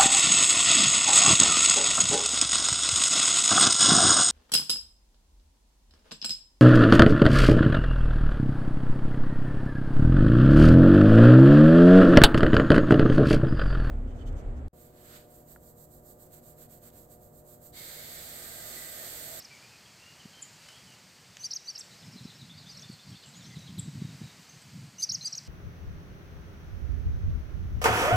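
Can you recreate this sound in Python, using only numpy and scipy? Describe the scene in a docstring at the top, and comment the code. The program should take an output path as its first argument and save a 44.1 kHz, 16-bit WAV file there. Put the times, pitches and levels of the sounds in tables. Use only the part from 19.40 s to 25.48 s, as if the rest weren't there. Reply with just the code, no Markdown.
"""On a gravel drive, swallows swoop at a cat and scold it. Each alarm is a cheep sung with both sides
of the voice box at once, a pause and a zigzag note; one bird snaps its bill. Another bird gives sharp
high chips. Farther off, songbirds whistle and twitter in runs of repeated syllables, wrapped in echoes.
Light wind hisses in the trees, rustles briefly and buffets the single microphone in low puffs."""
import sys
import numpy as np
from scipy import signal
from scipy.fft import rfft, irfft, next_fast_len
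from scipy.io import wavfile
from scipy.ndimage import uniform_filter1d, map_coordinates

SR = 44100
rng = np.random.default_rng(int(sys.argv[2]) if len(sys.argv) > 2 else 0)


def put_to_file(sound):
    """Save the sound as 16-bit audio at rate SR, in the file named by the first command-line argument."""
    columns = np.atleast_2d(sound).T  # one column per channel
    safe = np.clip(columns, -1, 1)
    whole_steps = np.round(safe * 32767)
    wavfile.write(sys.argv[1], SR, whole_steps.astype(np.int16))


N = 268039


def swallows(cheep_ratio=1.014, zigzag_s=.0725):
    """Each alarm is a cheep, a short pause, then one voice zigzagging up and down."""
    # The alarm calls. Each row: start in seconds, cheep length in seconds, strain from 0 to 1, cheep
    # level in dB, pause in seconds, zigzag level in dB, pitch multiplier, ground echo delay in seconds.
    alarms = [(-.116, 0.07, 0, -48, 0.038, -42.5, 0.94, .002),
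              (1.993, 0.083, .8, -33.5, .0285, -26.5, .98, .001),
              (2.247, 0.072, 0.03, -38.5, .03, -35, .955, 0.0011),
              (3.255, 0.08, 0, -50.5, 0.029, -42.5, .98, 0.0059),
              (5.582, .073, 1, -27, .034, -23, 0.99, .002),
              (5.817, .074, 0.1, -33, .03, -29.5, .995, 0.0019)]
    out = np.zeros(N)
    for start, length, strain, cheep_db, pause, zigzag_db, ratio, delay in alarms:
        add(out, start, amp(cheep_db) * cheep(length, strain, cheep_ratio * ratio))
        note = voice(zigzag_shape(), zigzag_s, ratio, overtone_db=-37)
        add(out, start + length + pause, amp(zigzag_db) * ground_echo(note, delay, echo_db=-12))
    return out


def cheep(length, strain, ratio):
    """Two voices sound at once. Strain makes the call harsher and the lower voice later and weaker."""
    # The two voices. Each row: share of the note's length, pitch in Hz, level in dB.
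    upper_shape = [(0, 5540, -15), (.1, 6230, -19), (.27, 6200, -11.5), (.42, 6120, -14),
                   (.52, 6480, -20.5), (.77, 6120, 0), (.88, 5600, -2.5), (1, 4830, -22)]
    lower_shape = [(0, 3850, -24), (.2, 4530, -14.5), (.45, 4833, -3.5), (.65, 4786, -7), (.85, 4600, -9.5),
                   (1, 3900, -35)]
    join_share = np.interp(strain, (0, 1), (.3, .5))
    lower_db = np.interp(strain, (0, 1), (7, 3.5))
    harsh_db = np.interp(strain, (0, 1), (-25, -18))
    upper = voice(upper_shape, length, ratio, overtone_db=-40)
    lower_length = length * max(.85 - join_share, .1)
    lower = amp(lower_db) * voice(lower_shape, lower_length, ratio, overtone_db=-39)
    lower = np.pad(lower, (int(join_share * length * SR), len(upper)))[:len(upper)]
    # A third tone sounds at the two pitches added together.
    sum_tone = amp(-0.5) * np.real(signal.hilbert(upper) * signal.hilbert(lower))
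    return upper + lower + amp(harsh_db) * (rasp(length) + sum_tone)


def rasp(length, grain_db=4.5):
    """The harsh edge of a forced call: grainy noise, and a creak at half pitch as the voice starts."""
    # The tone colour of the noise. Each row: frequency in Hz, level in dB.
    spectrum = [(1500, -42), (2900, -26), (3800, -3), (5800, 7), (7500, 1.5), (9000, -4), (11200, -2),
                (15000, -18)]
    size = int(length * SR)
    late_swell = np.sin(np.pi * np.linspace(0, 1, size) ** 2) + signal.windows.hann(size) / 2
    hiss = noise(spectrum)[:size] * amp(grain_db * wobble(724, size)) * late_swell
    # Each row: share of the note's length, pitch in Hz, level in dB.
    creak_shape = [(0, 2830, -14), (.12, 2994, -4.5), (.3, 2950, -11), (1, 2910, -42)]
    creak = voice(creak_shape, length, 0.98, overtone_db=-30, jitter=0.016)
    return amp(-2.5) * hiss + amp(-5.5) * creak


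def zigzag_shape(count=60):
    """The zigzag flares whenever it sweeps through the pitch at which the throat rings."""
    # A low arch, then a high one. Each row: share of the note's length, pitch in Hz.
    arches = [(0, 3950), (.14, 6050), (.34, 3650), (.49, 6600), (.62, 6750), (.76, 6480), (1, 4150)]
    # How well the throat passes each pitch. Each row: pitch in Hz, level in dB.
    throat = [(3700, -28.5), (4300, -14.5), (5100, -10.5), (5700, -2.5), (6150, -7), (6700, -16.5)]
    share = np.linspace(0, 1, count)
    hz = np.interp(share, *np.transpose(arches))
    return np.transpose([share, hz, along(throat, hz)])


def voice(shape, length, ratio, overtone_db, jitter=0.0072, shimmer_db=6.0):
    """One side of a bird's voice box: a slightly unsteady pure tone with a weak, uneven octave above."""
    size = int(length * SR)
    progress = np.linspace(0, 1, size)
    share, hz, db = np.transpose(shape)
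    glide = uniform_filter1d(np.interp(progress, share, hz), size=size // 16)
    pitch = glide * ratio * (1 + jitter * wobble(918, size))
    phase = 2 * np.pi * np.cumsum(pitch) / SR
    level = amp(np.interp(progress, share, db) + wobble(400, size))
    # The octave is strongest where the pitch is pressed highest.
    octave = amp(overtone_db + shimmer_db * wobble(264, size)) * (pitch / pitch.max()) ** 3
    tone = level * np.sin(phase) + octave * np.sin(2 * phase)
    return np.sqrt(2) * tone * signal.windows.tukey(size, .08)


def bill_snap(fade_s=0.0089):
    """A swooping bird snaps its bill: one dry tick that falls by 60 dB in fade_s."""
    # The snap. Each row: start in seconds, level in dB.
    snaps = [(1.9697, -35.5)]
    # Its tone colour. Each row: frequency in Hz, level in dB.
    spectrum = [(600, -37), (1800, -2), (3000, 7), (4500, -6), (6500, 0), (9000, -19), (15000, -19)]
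    out = np.zeros(N)
    t = np.arange(SR // 50) / SR
    for start, db in snaps:
        add(out, start, noise(spectrum)[:len(t)] * amp(db - 60 * t / fade_s))
    return out


def chips(length=.0175):
    """Another bird's very short high notes dive and flick up again."""
    # One chip. Each row: share of the note's length, pitch in Hz, level in dB.
    shape = [(0, 11800, -6), (.2, 10400, -28), (.42, 7800, -0.5), (.58, 7300, -5), (.72, 7410, 5),
             (.85, 8930, -15), (1, 11400, -12)]
    # The calls. Each row: start in seconds, pitch multiplier, level in dB.
    calls = [(.138, 0.9, -60), (1.015, 0.95, -39), (2.383, 1, -40), (3.52, 1.05, -57), (3.695, 1.06, -59),
             (4.3843, 1.02, -37), (5.211, 1.06, -56.5), (5.848, 1.04, -39.5)]
    out = np.zeros(N)
    for start, ratio, db in calls:
        note = voice(shape, length, ratio, overtone_db=-23, jitter=0.014)
        add(out, start, amp(db) * ground_echo(note, delay=.003, echo_db=-5))
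    return out


def twitter():
    """A far bird sings one quick song in four runs, each repeating a single syllable."""
    # The syllables. Each row: start within the syllable and length in seconds,
    # first and last pitch in Hz, level in dB.
    dive = [(0, 0.026, 4230, 2600, 0)]
    cascade = [(0, 0.03, 5600, 4290, -6.5), (.045, 0.0136, 3600, 4184, -4), (.061, .016, 4250, 3170, 1)]
    roll = [(0, 0.0244, 3130, 3640, 0), (.04, 0.0185, 4000, 4390, -5), (.08, .026, 4900, 3500, -2),
            (.112, 0.036, 4270, 3010, -11)]
    notes = (repeated(dive, start_s=2.524, period_s=0.09, level_db=-59, swell_db=0, count=2)
             + repeated(cascade, start_s=2.717, period_s=.114, level_db=-49.5, swell_db=-0.5, count=3)
             + repeated(roll, start_s=3.094, period_s=.164, level_db=-49.5, swell_db=-1.5, count=5)
             + repeated(dive, start_s=3.82, period_s=.11, level_db=-55.0, swell_db=.5, count=6))
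    return far_notes(notes, jitter=0.015, flutter_db=2)


def peeps():
    """Single rising peeps come from farther off."""
    # Each row: start and length in seconds, first and last pitch in Hz, level in dB.
    notes = [(3.833, .072, 7100, 7700, -59), (3.945, .051, 6050, 7100, -53.5),
             (4.05, 0.038, 5600, 6220, -54), (4.186, .013, 4600, 6270, -53),
             (5.09, 0.0126, 5170, 6290, -50.5), (5.809, 0.011, 3860, 4200, -37)]
    return far_notes(notes, jitter=0.0091, flutter_db=3.0)


def whistles():
    """A far songbird whistles slow, sliding notes."""
    # Each row: start and length in seconds, first and last pitch in Hz, level in dB.
    notes = [(.095, 0.086, 2340, 2217, -55), (.215, 0.05, 2190, 2460, -58), (.31, 0.053, 2605, 2310, -57.5),
             (.45, 0.022, 3320, 3200, -62), (.575, 0.17, 2570, 2847, -60.5), (.79, 0.039, 3070, 2720, -57),
             (.9, .17, 3100, 3135, -62), (1.24, 0.13, 2900, 3030, -59), (1.33, .067, 3290, 3180, -61),
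             (1.46, 0.088, 3050, 2720, -61.5), (4.1, .06, 2000, 2086, -54.5)]
    return far_notes(notes, jitter=0.021, flutter_db=1.0)


def buzzes():
    """Another far bird repeats a hoarse note at an even pace."""
    # Each row: start within the syllable and length in seconds, first and last pitch in Hz, level in dB.
    syllable = [(0.00074, .15, 3870, 3690, 0)]
    notes = repeated(syllable, start_s=4.145, period_s=.214, level_db=-62, swell_db=-.2, count=4)
    return far_notes(notes, jitter=0.03, flutter_db=2)


def chatter(count=70, centre_hz=4100, octaves=0.45):
    """The rest of the flock: faint overlapping notes at random times and pitches."""
    # How loud the flock is. Each row: time in seconds, note level in dB.
    loudness = [(0, -95), (2, -66), (2.5, -58.5), (4.2, -61), (5, -84)]
    when, span, height, slope = rng.random((count, 4)).T
    start = when * (N / SR - .05)
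    length = 0.0173 + 0.0296 * span
    from_hz = centre_hz * 2 ** (octaves * (2 * height - 1))
    to_hz = from_hz * (.72 + .42 * slope)
    db = np.interp(start, *np.transpose(loudness))
    return far_notes(zip(start, length, from_hz, to_hz, db), jitter=0.033, flutter_db=3.5)


def far_notes(notes, jitter, flutter_db):
    """Pure tones that each slide along half an arch: flat at the top and steep at the bottom."""
    out = np.zeros(N)
    for start, length, from_hz, to_hz, db in notes:
        size = int(length * SR)
        progress = np.linspace(0, 1, size)
        bend = progress ** 2 if to_hz < from_hz else 1 - (1 - progress) ** 3
        pitch = (from_hz + (to_hz - from_hz) * bend) * (1 + jitter * wobble(403, size))
        level = amp(db + flutter_db * wobble(167, size)) * signal.windows.tukey(size, .5)
        add(out, start, level * np.sin(2 * np.pi * np.cumsum(pitch) / SR))
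    return out


def repeated(syllable, start_s, period_s, level_db, swell_db, count):
    """List the notes of a syllable repeated evenly, its level changing by swell_db each time."""
    return [(start_s + k * period_s + offset, length, from_hz, to_hz, level_db + k * swell_db + db)
            for k in range(count) for offset, length, from_hz, to_hz, db in syllable]


def buffeting(cycles=0.83, lumps_db=4.0, sway_db=2.0, knock_db=-17, low_cut_hz=73):
    """Swirls of air hit the microphone: a lumpy rumble and single puffs, each with a short knock."""
    # The wind's strength. Each row: time in seconds, level in dB.
    strength = [(0.01, -66.5), (2.12, -65), (2.17, -74), (2.48, -71), (2.56, -50.5), (3.02, -54),
                (3.08, -57), (3.27, -48.5), (3.56, -53.5), (3.62, -70), (3.73, -43.5), (3.81, -70),
                (3.96, -49), (4.66, -40), (4.75, -46), (4.83, -42), (4.89, -52), (5.22, -60), (5.28, -49.5),
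                (5.41, -46.5), (5.66, -62.5), (5.71, -45.5), (5.93, -61.5), (6.07, -56)]
    # The rumble's tone colour. Each row: frequency in Hz, level in dB.
    spectrum = [(15, -68), (25, -34), (38, -23), (107, -1), (135, 2.5), (194, -1), (301, -16), (357, -25.5),
                (472, -33), (600, -53), (780, -65), (1320, -120)]
    # The strongest puffs. Each row: time of the peak in seconds, level in dB, pitch in Hz.
    puffs = [(.857, -37, 195), (2.761, -36.5, 193), (2.855, -31.5, 197), (3.5, -33, 175), (4.171, -34, 175),
             (4.382, -29, 160), (4.483, -26.5, 152), (4.555, -31, 140), (4.621, -25, 174),
             (4.651, -26.5, 144), (4.816, -32, 194)]
    swirls = amp(lumps_db * wobble(35, N) + sway_db * wobble(8.9, N))
    out = amp(curve(strength)) * unit(noise(spectrum) * swirls)
    t = np.arange(-SR // 25, SR // 25) / SR
    for peak_s, db, hz in puffs:
        swell = 1 / np.cosh(2 * t * hz / cycles)
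        phase = 2 * np.pi * hz * t + rng.uniform(-0.9, 1)
        puff = np.cos(phase) + amp(knock_db) * np.sin(2 * phase)
        add(out, peak_s + t[0], amp(db) * swell * puff)
    # The microphone passes no deep bass.
    return signal.sosfilt(signal.butter(3, low_cut_hz, "high", fs=SR, output="sos"), out)


def rustle(grain_db=3.5):
    """Dry leaves nearby give one faint, brief, grainy rustle."""
    # Its rise and fall. Each row: time in seconds, level in dB.
    loudness = [(1.15, -99), (1.22, -57), (1.3, -59), (1.39, -65), (1.45, -64), (1.54, -62), (1.62, -90)]
    # Its tone colour. Each row: frequency in Hz, level in dB.
    spectrum = [(600, -5), (1500, 1), (5000, 2), (8500, -1.5), (11000, -9), (15000, -20)]
    return amp(curve(loudness)) * unit(noise(spectrum) * amp(grain_db * wobble(250, N)))


def breeze(level_db=-55.5, sway_db=0.73):
    """Open air, a far road and leaves blend into a steady hiss that sways a little."""
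    # Its tone colour. Each row: frequency in Hz, level in dB.
    spectrum = [(25, -27), (70, 1.5), (140, 5.5), (300, -1), (600, -0.5), (1200, -2), (2100, 0),
                (3000, -1.5), (3700, -4.5), (4600, 2), (5400, -2.5), (8200, -5), (9600, -14.5),
                (15000, -16)]
    return amp(level_db + sway_db * wobble(4.45, N)) * noise(spectrum)


def ground_echo(call, delay, echo_db):
    """A call plus its slightly later copy off the ground; fast sweeps beat against the copy."""
    lag = max(int(delay * SR), 1)
    direct = np.pad(call, (0, lag))
    echo = amp(echo_db) * np.pad(call, (lag, 0))
    return (direct + echo) / np.hypot(1, amp(echo_db))


def yard_echoes(calls, gap_s=.004):
    """Gravel, trees and walls scatter the calls; the echo lasts longest near 5000 Hz."""
    # How long the yard rings. Each row: frequency in Hz, seconds to fade by 60 dB.
    fade_times = [(2000, 0.11), (5000, 1), (8000, 0.65), (14000, 0.087)]
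    hz, t, bands = signal.stft(rng.standard_normal(SR // 2), SR, nperseg=256)
    fade = amp(-60 * t / along(fade_times, hz)[:, None])
    tail = signal.istft(bands * fade, SR, nperseg=256)[1]
    t = np.arange(len(tail)) / SR
    early_boost = 1 + amp(8.5 - 60 * t / 0.078)  # near surfaces answer first and strongest
    tail = tail * early_boost * (t > gap_s)
    return signal.fftconvolve(calls, tail / np.linalg.norm(tail))[:N]


def amp(db):
    """Turn decibels into a multiplier."""
    return 10 ** (np.asarray(db) / 20)


def unit(x):
    """Scale a sound to an average (rms) level of 1."""
    return x / np.sqrt(np.mean(x ** 2) + 1e-20)


def along(points, hz):
    """Read between rows of frequency and value, with octaves evenly spaced."""
    frequencies, values = np.transpose(points)
    return np.interp(np.log(hz + 1), np.log(frequencies + 1), values)


def curve(rows):
    """Turn rows of seconds and value into one value per sample."""
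    return np.interp(np.arange(N) / SR, *np.transpose(rows))


def wobble(rate, size, count=8192):
    """A smooth curve through `rate` random values a second."""
    return map_coordinates(rng.standard_normal(count), [np.arange(size) * rate / SR], mode="mirror")


def filtered(x, response):
    """Multiply each frequency in a sound by response(hz)."""
    size = next_fast_len(N + SR // 2)
    return irfft(rfft(x, size) * response(np.fft.rfftfreq(size, 1 / SR)), size)[:N]


def noise(spectrum):
    """Noise with the given tone colour, at an average level of 1."""
    return unit(filtered(rng.standard_normal(N), lambda hz: amp(along(spectrum, hz))))


def add(track, start_s, sound):
    """Mix a sound into the track at the given time."""
    start = round(start_s * SR)
    sound = sound[max(-start, 0):N - start]
    track[max(start, 0):][:len(sound)] += sound


def scene():
    """Birds and wind, the same in both channels. 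Near birds have little echo, far ones much more."""
    near = swallows() + bill_snap()
    high = chips()
    flock = twitter() + peeps() + chatter()
    song = whistles() + buzzes()
    echoes = yard_echoes(amp(-18) * near + amp(-9) * high + amp(-3) * flock + amp(-2) * song)
    mono = near + high + flock + song + echoes + buffeting() + breeze() + rustle()
    return np.array([mono, mono])


def record(dry, top_hz=15400):
    """Cut away the very highest treble."""
    return np.array([filtered(channel, lambda hz: hz < top_hz) for channel in dry])


dry = scene()
out = record(dry)
put_to_file(out)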